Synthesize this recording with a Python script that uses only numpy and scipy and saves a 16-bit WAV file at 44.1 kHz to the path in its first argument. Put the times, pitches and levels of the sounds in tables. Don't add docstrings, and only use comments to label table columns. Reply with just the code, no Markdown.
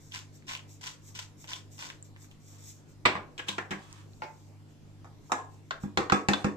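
import sys
import numpy as np
from scipy import signal
from scipy.fft import rfft, irfft
from scipy.io import wavfile
from scipy.ndimage import uniform_filter1d

SR = 44100
rng = np.random.default_rng(int(sys.argv[2]) if len(sys.argv) > 2 else 0)


def boost_factor(decibels):
    exponent = np.asarray(decibels, float) / 20
    return 10 ** exponent


def digitize_waveform(pressure):
    field = np.atleast_2d(pressure).T
    bounded = np.clip(field, -1, 1)
    quanta = np.round(bounded * 32767).astype(np.int16)
    wavfile.write(sys.argv[1], SR, quanta)


N = 289296

# pitch_hz, t60_s
TAIL_DECAY = [(100, 0.24), (500, 0.45), (1500, 0.3), (4000, 0.24), (8000, 0.3), (10000, 0.26),
              (14000, 0.25)]
# pitch_hz, likeness (0 to 1)
STEREO_LIKENESS = [(30, 0.98), (100, 0.032), (300, 0.83), (640, 0.25), (1400, 0.11), (15000, 0.034)]
# pitch_hz, level_db (per Hz)
AIR_COLOUR = [(12, -43.5), (22, -8), (49, -15), (75, -12.5), (130, -7.5), (180, -12.5), (294, -11.5),
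              (540, -20.5), (841, -24), (1420, -31), (7510, -37), (8860, -44.5), (13800, -46), (15000, -67)]
# pitch_hz, level_db (rms), phase_rad
HUM_LINES = [(99.8, -56, 0), (101.88, -62, 3.5), (150.4, -60, 1), (200, -74, 2), (250, -72, 4),
             (301, -69, 5)]
# start_s, swell_ms, hold_ms, level_db
GRAIN_SLIDES = [(0.0, 2.2, 140, -63.5), (0.324, 28, 15, -60), (0.677, 16, 56, -59), (1.018, 55, 32, -56),
                (1.369, 38, 42, -57.5), (1.703, 14, 74, -58.5), (2.04, 4.3, 10, -61), (2.17, 53, 21, -58),
                (2.3, 10, 7.8, -67), (2.4, 83, 72, -60), (2.581, 105, 24, -51), (2.74, 13, 41, -70),
                (2.87, 24, 15, -65.5), (3.8, 9.1, 195, -71.5), (4.001, 130, 360, -71),
                (4.681, 14, 34, -75.5), (5.2, 86, 36, -66), (5.49, 27, 46, -70), (5.629, 59, 22, -76),
                (5.8, 29, 13, -59.5)]
# pitch_hz, level_db (per Hz)
RUSTLE_COLOUR = [(880, -59.5), (1500, -29.5), (2310, -13), (3120, -23), (3600, -14), (4500, -19),
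                 (5510, -7), (6430, -2.5), (8100, -6.5), (8900, -26), (13800, -19.5), (14300, -13.5),
                 (15000, -54)]
# start_s, bite_ms, hold_ms, crush_level_db, cavity_ring_db (relative)
MILL_TWISTS = [(0.114, 40, 26.5, -43, -3), (0.468, 20.5, 63, -45, 7), (0.811, 57, 26, -42, -2),
               (1.144, 5.8, 72.5, -46, -30), (1.474, 14, 77, -45, 3), (1.781, 6.5, 115, -47, 5)]
# pitch_hz, level_db (per Hz)
CRUSH_COLOUR = [(240, -50), (400, -25), (630, -24), (712, -23.5), (994, -1), (1170, -10), (1270, -4.5),
                (3340, -4.5), (5000, -3), (7400, -6), (8200, -9.5), (8700, -22), (13700, -24), (14300, -17),
                (15000, -68)]
# pitch_hz, width_hz, level_db
MILL_CAVITY = [(996, 70, 9), (1060, 32, 16), (3480, 78, -3)]
# start_s, level_db, treble_db (relative), voice_hz (loudest part)
SEED_SNAPS = [(0.121, -30, -1, 3450), (0.142, -25.5, -5, 1700), (0.16, -24, -18, 3000),
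              (0.482, -30, -13, 3250), (0.512, -25, -21, 3600), (0.519, -25, -18, 3960),
              (0.565, -30, -11, 2780), (0.593, -35, -14, 2780), (0.833, -41, -8, 3530),
              (0.8404, -29, -7, 1060), (1.151, -38, -2, 3400), (1.1589, -32, -11, 3500),
              (1.4812, -36, -11, 3180), (1.5175, -27.5, -24, 3450), (1.7916, -31, -13, 1010),
              (1.844, -31, -6, 1000), (1.856, -39, -2, 4040), (0.424, -48, -19, 2190),
              (0.493, -27, -3, 3480), (0.4965, -27, -13, 2200), (0.5352, -25, -8, 2380),
              (0.5513, -21.5, -4.5, 2800), (0.8686, -31, -6, 3370), (0.876, -28, -8, 3300),
              (1.0897, -48, -19, 1770), (1.19, -24.5, -13.5, 3400), (1.443, -33, -13, 910),
              (1.5334, -19.5, 0, 3480), (1.825, -25.5, -9, 1030), (1.9018, -26, -9, 1580),
              (2.163, -40, -15, 1800), (2.245, -45.5, -18, 1130), (2.3137, -43, -1, 3000)]
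# start_s, level_db, pitch_hz, t60_s
SMALL_TICKS = [(2.0263, -22, 7370, 0.0054), (3.928, -1, 6330, 0.00072), (4.134, -33, 4220, 0.0032)]
# start_s, swell_ms, hold_ms, level_db
DRAGS = [(6.3, 39, 80, -58.5), (11, 31, 10, -46), (3.468, 12, 3, -45.5), (3.75, 37, 216, -66.5),
         (5.33, 16, 41, -66), (2.45, 80, 110, -74)]
# pitch_hz, level_db (per Hz)
DRAG_COLOUR = [(500, -30), (1000, 4), (2000, -6.5), (3700, -2.5), (5000, -12), (8000, -11.5), (8900, -18),
               (14300, -31), (15000, -60)]

# start_s, level_db, treble_db (relative), thud_db (relative), voice_hz (loudest part)
SET_DOWN_HITS = [
    (3.0528, -12.5, -16, -21.5, 1200),
    (3.0545, -10, -17.5, -20, 2330),
    (3.0575, -9, -12, -29.5, 950),
    (3.061, -16.5, -16.5, -41, 1120),
    (3.15, -26.5, -24.5, -12, 1020),
    (3.161, -31, -22, -6, 1300),
]
CAPPING_HITS = [(3.379, -32, 5, -34, 3000), (3.392, -28, -11.5, -37, 3120), (3.413, -54, -5, -16, 2890),
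                (3.485, -19.5, 5, -20.5, 3640), (3.514, -47.5, 1, 3, 2780), (3.574, -64, 16, -30, 6500),
                (3.582, -23, -12, -27, 1520), (3.708, -26.5, 3, -8.5, 1110),
                (3.713, -30.5, -14.5, -9, 2000), (3.721, -29.5, -14, -3.5, 1640),
                (3.727, -34, -20, -12, 2400)]
PRESS_HITS = [
    (4.22, -29, -17.5, -26, 860),
    (4.234, -34, -10, -10, 890),
]
PICK_UP_HITS = [
    (5.045, -44.5, -21, -18, 745),
    (5.297, -38, -51, -31, 754),
    (5.319, -14, -16, -23.5, 820),
]
RIM_TAPS = [
    (5.708, -20.5, -1.5, -41, 1440),
    (5.974, -18.5, 35, -51, 3600),
    (6.098, -14.5, -5, -32, 1640),
    (6.334, -14.5, -3, -18, 3830),
    (6.338, -22.5, -19.5, -27, 1050),
]
POUNDS = [(5.836, -36.5, -21, 12, 990), (5.973, -13, -16, -16, 1060), (5.984, -22.5, -16, -6, 805),
          (6.006, -29.5, -9, -2.5, 420), (6.122, -9, -13.5, -8.5, 1140), (6.286, -8, -7.5, -9, 800),
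          (6.316, -36.5, -14, 6, 500), (6.442, -33, -16, -6, 1850), (6.445, -17.5, -13, 0.5, 1050),
          (6.464, -34, -27, 4, 395)]

# crack colour is pitch_hz, level_db (per Hz); both sets of modes are pitch_hz, level_db, t60_s
SEED_BODY = [
    [(290, -57), (500, -15.5), (1050, -12.5), (3050, 5.5), (3510, 4), (4050, -3.5), (13800, -25), (15000, -67)],
    [(303, 0, 0.018)],
    [(950, -3, 0.045), (1051, -1, 0.076), (3450, -14, 0.032)],
]
MILL_BODY = [
    [(70, -49.5), (180, -15), (300, -18.5), (577, -20.5), (800, -15), (1110, -12), (1420, -15.5), (2300, -10), (4100, -18.5), (6200, -28.5), (6730, -37), (8000, -27.5), (8800, -40.5), (14300, -56.5), (15000, -76)],
    [(87.4, -3, 0.17), (140, 4.5, 0.066), (196, -2, 0.09), (290.3, -5.5, 0.094), (408.6, 5.5, 0.25)],
    [(820, 0.5, 0.058), (1068, 6, 0.3), (1360, -3.5, 0.11), (1610, 6, 0.16), (2256, 3.5, 0.24), (2500, -2, 0.18), (3278, -8, 0.2), (3540, -8.5, 0.2), (4200, -11, 0.13), (5240, -12, 0.073)],
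]
CAP_BODY = [
    [(70, -33), (180, -5), (300, -9), (597, -7.5), (840, -2.5), (1620, -5.5), (2040, -4), (3490, -16.5), (4540, -24), (8000, -23.5), (8800, -39), (14000, -39.5), (15000, -82)],
    [(86.6, -19, 0.096), (191.7, 3.5, 0.13), (303, -5, 0.21), (373, 5.5, 0.079)],
    [(617, -26, 0.2), (830, -7, 0.061), (890, -1, 0.15), (1030, -13, 0.12), (1086, 14, 0.033), (1606, 18, 0.021), (3000, -19, 0.15)],
]
SEATED_CAP_BODY = [
    [(120, -37), (400, -18.5), (800, -7), (1620, -6.5), (2500, -13), (3490, -23), (4540, -19), (8000, -32), (8800, -34), (15000, -68)],
    [(303, -5, 0.085), (370, 1, .08)],
    [(586, -5, 0.22), (740, -6, 0.14), (880, 1, 0.17), (1010, -6, .11), (1370, -4, .08), (1807, -13, 0.15), (1993, -12, .2), (2172, -10.5, 0.14), (2466, -18, .25)],
]
NUDGED_BOWL_BODY = [
    [(180, -30), (300, -28), (763, -10.5), (1200, -5.5), (1500, -14.5), (2400, -16.5), (3120, -29.5), (3800, -18), (4600, -36), (5500, -23.5), (7420, -18), (10500, -43.5), (12700, -64), (14000, -42), (15000, -90)],
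    [(218, -2, 0.14), (262.6, 0.73, 0.7)],
    [(523, 9, 0.1), (767, 10, 0.15), (835, -9, 0.072), (1020, -6, 0.13), (1064, 20, 0.13), (1305, 0, 0.14), (1640, 5, 0.21), (2270, -20.5, 0.2), (3600, -19, 0.14), (4280, -22, 0.15)],
]
RIM_BODY = [
    [(240, -63), (400, -8), (576, 2), (1660, 4.5), (2220, -4), (4330, -7), (4670, -13), (7700, -19), (8960, -37), (13700, -39), (15000, -72)],
    [(295, 7, 0.085), (378, -25, .06)],
    [(815, -6, 0.091), (1091, 29.5, 0.073), (1563, 20.5, 0.059), (2700, 3, 0.042), (3500, 9, 0.16), (3700, -7, 0.056), (4340, -27, 0.037)],
]
MORTAR_BODY = [
    [(180, -52), (300, -7), (637, -16), (788, -8.5), (1420, -10.5), (1670, -9.5), (2690, -9.5), (3270, -26), (4320, -17), (8100, -18.5), (8800, -31.5), (14000, -35), (15000, -71)],
    [(54.3, -27, .12), (86.3, 1, 0.068), (155, -4, 0.16), (201.8, 3.5, 0.23), (179, -2, 0.1), (242, -2.5, 0.15), (285.4, -5.5, 0.69), (358, -5, 0.24), (432, -7, 0.25), (490, -18, 0.08)],
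    [(520, -3, 0.065), (565, -2, 0.069), (745.4, 8.5, 0.14), (820, 7, 0.075), (1104, 5, 0.26), (1291, 3.5, 0.19), (1470, -9, 0.091), (1640, 0, 0.085), (1810, 1, 0.12), (2190, -9, 0.079), (2500, -16, 0.25), (2660, -10, 0.15), (3500, -15, 0.17)],
]

MILL_PAN_DB, BOWL_PAN_DB = 1.5, 0.3


def evened(x):
    return x / np.sqrt(np.mean(x ** 2) + 1e-20)


def peaked(x):
    return x / abs(x).max()


def panned(x, pan_db):
    return x * boost_factor(np.array([[pan_db / 2], [-pan_db / 2]]))


def read(points, hz):
    f, value = np.transpose(points)
    return np.interp(np.log(hz + 1), np.log(f + 1), value)


def add(mix, s, sound):
    part = mix[..., round(s * SR):][..., :sound.shape[-1]]
    part += sound[..., :part.shape[-1]]


def coloured(x, points):
    hz = np.fft.rfftfreq(x.shape[-1], 1 / SR)
    return evened(irfft(rfft(x) * boost_factor(read(points, hz)), x.shape[-1]))


def grains(per_s, spread_db, bed):
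    size_db = spread_db * np.minimum(rng.exponential(1, N), 3)
    cracks = boost_factor(size_db) * (rng.random(N) < per_s / SR) * rng.standard_normal(N)
    return evened(cracks) + bed * rng.standard_normal(N)


def stroke(s, rise_ms, hold_ms, db, catch_db, sag_db, fade_db_per_s):
    catch_ms, onset_db = 1.8, -10
    steps = np.cumsum([0, catch_ms / 1000, rise_ms / 1000, hold_ms / 1000, 60 / fade_db_per_s])
    shape_db = [onset_db, catch_db, 0, sag_db, sag_db - 57.5]
    return boost_factor(db + np.interp(np.arange(N) / SR - s, steps, shape_db, -200, -200))


def drag_gain(rows):
    return sum(stroke(*row, catch_db=-14, sag_db=-3, fade_db_per_s=400) for row in rows)


def room(x, wet_db, near_db, lag_ms):
    sparse = rng.random((2, SR // 2)) < .15
    hz, t, z = signal.stft(rng.standard_normal((2, SR // 2)) * sparse, SR, nperseg=256)
    same = np.clip(read(STEREO_LIKENESS, hz) * 1.26, 0, 1)[:, None]
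    z[1] = same * z[0] + np.sqrt(1 - same ** 2) * z[1]
    weak_bass = boost_factor(read([(100, -4.5), (400, 4.0), (800, -9.0)], hz))[:, None]
    decay = boost_factor(-60 * t / read(TAIL_DECAY, hz)[:, None])
    tail = signal.istft(z * weak_bass * decay, SR, nperseg=256)[1]
    t = np.arange(tail.shape[1]) / SR
    near_burst = 1 + boost_factor(near_db) * np.exp(-t / 0.0046)
    tail *= np.minimum(t / 0.00035, 1) * near_burst
    tail *= boost_factor(wet_db) / np.linalg.norm(tail[0])
    tail[0, round(lag_ms * SR / 1000)] += 1
    tail[1, 0] += 1
    out = np.zeros((2, N))
    heard = np.flatnonzero(abs(x) > 1e-9)
    first, last = heard[0], heard[-1]
    add(out, first / SR, signal.fftconvolve(x[None, first:last + 1], tail, axes=1))
    return out


def causal(gain_db):
    both_sides = np.concatenate([gain_db, gain_db[-2:0:-1]])
    log_gain = np.log(boost_factor(np.maximum(both_sides, -100)))
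    return np.fft.ifft(np.exp(log_gain - 1j * signal.hilbert(log_gain).imag)).real[:1024]


def ringing(modes, spread=1, climb_per_s=0):
    t = np.arange(9000) / SR
    hz, db, t60 = np.transpose(modes)[:, :, None]
    favour, detune = spread * rng.standard_normal((2, len(modes), 1))
    gain = boost_factor(db + 2 * favour - 60 * t / t60)
    pitch = hz * (1 + 0.0098 * detune)
    return (gain * np.sin(2 * np.pi * pitch * t * (1 + climb_per_s * t / 2))).sum(0)


def contact_clump(contact_ms, lead):
    ms = np.arange(2000) / SR * 1000
    clump = rng.standard_normal(2000) * np.exp(-ms / contact_ms) * np.minimum(3 * ms / contact_ms, 1)
    clump /= np.linalg.norm(clump)
    clump[0] = lead
    return clump


def blows(rows, body, hardest_ms, usual_db, lead, ring_db, wet_db, near_db, lag_ms):
    turns, thuds = np.zeros((2, N)), np.zeros(N)
    t, hz = np.arange(9000) / SR, np.fft.rfftfreq(2048, 1 / SR)
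    bloom = 1 - 0.5 * np.exp(-t / 0.014)
    bloom *= .05 + .95 / (1 + np.exp((t - .052) / 0.011))
    push = np.diff(signal.windows.hann(round(0.0041 * SR)))
    colour, thud, modes = body
    strongest_db = max(row[1] for row in rows)
    for k, (s, db, treble_db, thud_db, voice_hz) in enumerate(rows):
        contact_ms = hardest_ms * boost_factor(0.52 * (strongest_db - db))
        clump = contact_clump(contact_ms, lead)
        ripple_db = 15 * np.log10(uniform_filter1d(abs(rfft(clump, 2048)), size=5))
        ripple_db = np.clip(ripple_db, -12, 12)
        tilt_db = (treble_db - usual_db) * np.clip(np.log2(hz / 1600 + 1e-9), 0, 1)
        voice_db = 6 * np.exp(-(np.log2(hz / voice_hz + 1e-9) / 0.3) ** 2)
        voice_db -= 5 * np.clip(np.log2(voice_hz / (hz + 1)) - .7, 0, 4)
        sound = boost_factor(ring_db) * peaked(np.diff(ringing(modes)))
        crack = causal(read(colour, hz) + tilt_db + voice_db - ripple_db)
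        add(sound, 0, peaked(crack))
        add(turns[k % 2], s, boost_factor(db) * peaked(signal.fftconvolve(clump, sound)))
        swing = bloom * ringing(thud, spread=.5, climb_per_s=.4)
        add(thuds, s, boost_factor(db + thud_db) * peaked(signal.fftconvolve(push, swing)))
    carried = panned(room(thuds, wet_db=-16, near_db=2.5, lag_ms=0.5), -2.5)
    return carried + sum(room(x, wet_db, near_db, lag_ms) for x in turns)


def air():
    frames, hz = N // 512 + 5, np.fft.rfftfreq(2048, 1 / SR)
    a, b, c, d, patches = rng.standard_normal((frames, 1025, 5)).T
    patches = uniform_filter1d(patches, size=20, axis=0)
    patches = evened(uniform_filter1d(patches, size=8, axis=1))
    same = np.clip(read(STEREO_LIKENESS, hz), -1, 1)[:, None]
    left = a + 1j * b
    right = same * left + np.sqrt(1 - same ** 2) * (c + 1j * d)
    z = np.array([left, right]) * boost_factor(read(AIR_COLOUR, hz)[:, None] + 2 * patches)
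    tone = boost_factor(-58) * evened(signal.istft(z, nperseg=2048, noverlap=1536)[1][:, :N])
    t = np.arange(N) / SR
    side_rad = np.array([[.35], [-.35]])
    for line_hz, db, phase in HUM_LINES:
        waver_db = 0.5 * evened(uniform_filter1d(rng.standard_normal(N), size=9000))
        line = np.sin(2 * np.pi * line_hz * t + phase + side_rad)
        tone = tone + np.sqrt(2) * boost_factor(db + waver_db) * line
    return tone


def sliding():
    rustle = coloured(grains(per_s=2600, spread_db=3.3, bed=1.2), RUSTLE_COLOUR)
    wet = room(drag_gain(GRAIN_SLIDES) * rustle, wet_db=4.2, near_db=13.0, lag_ms=.3)
    return panned(boost_factor(-1.5) * wet, MILL_PAN_DB)


def mill():
    judder = evened(uniform_filter1d(rng.standard_normal(N), size=260))
    cracks = grains(per_s=2400, spread_db=5, bed=0.39) * boost_factor(2.5 * judder)
    hollow = np.zeros(N)
    for hz, width_hz, db in MILL_CAVITY:
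        b, a = signal.iirpeak(hz, hz / width_hz, SR)
        hollow += boost_factor(db) * evened(signal.lfilter(b, a, cracks))
    hollow = evened(hollow)
    grit, dry = coloured(cracks, CRUSH_COLOUR), np.zeros(N)
    for *twist, ring_db in MILL_TWISTS:
        gain = stroke(*twist, catch_db=-12, sag_db=-5, fade_db_per_s=439)
        dry += gain * (grit + boost_factor(ring_db - 17) * hollow)
    return panned(boost_factor(0.5) * room(dry, wet_db=2, near_db=7.7, lag_ms=0.27), MILL_PAN_DB)


def cracking_seeds():
    rows = [(s, db, treble_db, -63, hz) for s, db, treble_db, hz in SEED_SNAPS]
    hits = blows(rows, SEED_BODY, hardest_ms=0.29, usual_db=-0.32, lead=1.5, ring_db=-24,
                 wet_db=-2, near_db=4.4, lag_ms=0.19)
    return panned(hits, MILL_PAN_DB)


def ticks():
    out, t = np.zeros(N), np.arange(600) / SR
    for s, db, hz, t60 in SMALL_TICKS:
        ring = np.sin(2 * np.pi * hz * t) * np.minimum(t / 0.0011, 1)
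        add(out, s, boost_factor(db - 60 * t / t60) * ring)
    return room(out, wet_db=-7, near_db=6.0, lag_ms=.1)


def scraping():
    rasp = coloured(grains(per_s=1500, spread_db=4.5, bed=.8), DRAG_COLOUR)
    return room(drag_gain(DRAGS) * rasp, wet_db=9.0, near_db=8.5, lag_ms=0.2)


def setting_down():
    return blows(SET_DOWN_HITS, MILL_BODY, hardest_ms=2.3, usual_db=-12.0, lead=0.046, ring_db=-18.5,
                 wet_db=4.5, near_db=6.2, lag_ms=0.23)


def capping():
    cap = blows(CAPPING_HITS, CAP_BODY, hardest_ms=3.8, usual_db=-14.0, lead=0.55, ring_db=-14.5,
                wet_db=6.67, near_db=8.5, lag_ms=.3)
    cap += blows(PRESS_HITS, SEATED_CAP_BODY, hardest_ms=3.4, usual_db=-15, lead=0.63, ring_db=-9.5,
                 wet_db=4.7, near_db=3.3, lag_ms=0.35)
    return panned(cap, 0.7)


def picking_up_pestle():
    hits = blows(PICK_UP_HITS, NUDGED_BOWL_BODY, hardest_ms=3.6, usual_db=-15.0, lead=0.79, ring_db=-11.5,
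                 wet_db=4.74, near_db=7.9, lag_ms=0.26)
    return panned(hits, BOWL_PAN_DB)


def tapping_rim():
    hits = blows(RIM_TAPS, RIM_BODY, hardest_ms=2.46, usual_db=-5.0, lead=0.45, ring_db=-15.0,
                 wet_db=0, near_db=8.6, lag_ms=0.24)
    return panned(hits, BOWL_PAN_DB)


def pounding():
    hits = blows(POUNDS, MORTAR_BODY, hardest_ms=1.94, usual_db=-6.5, lead=1.1, ring_db=-10.5,
                 wet_db=4.1, near_db=4.2, lag_ms=0.24)
    return panned(hits, BOWL_PAN_DB)


def scene():
    mix = air() + sliding() + mill() + cracking_seeds()
    mix += ticks() + scraping() + setting_down() + capping()
    return mix + picking_up_pestle() + tapping_rim() + pounding()


def low_pass(x):
    return signal.sosfilt(signal.butter(12, 15470, fs=SR, output="sos"), x)


def record(dry):
    edges_hz = [0, 8000, 8900, 14250, 14650, SR / 2]
    shelf = signal.firwin2(255, edges_hz, boost_factor(np.array([0, 0, 0, 0, -55, -70])), fs=SR)
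    return low_pass(signal.oaconvolve(dry, shelf[None], "same"))


dry = scene()
out = record(dry)
digitize_waveform(out)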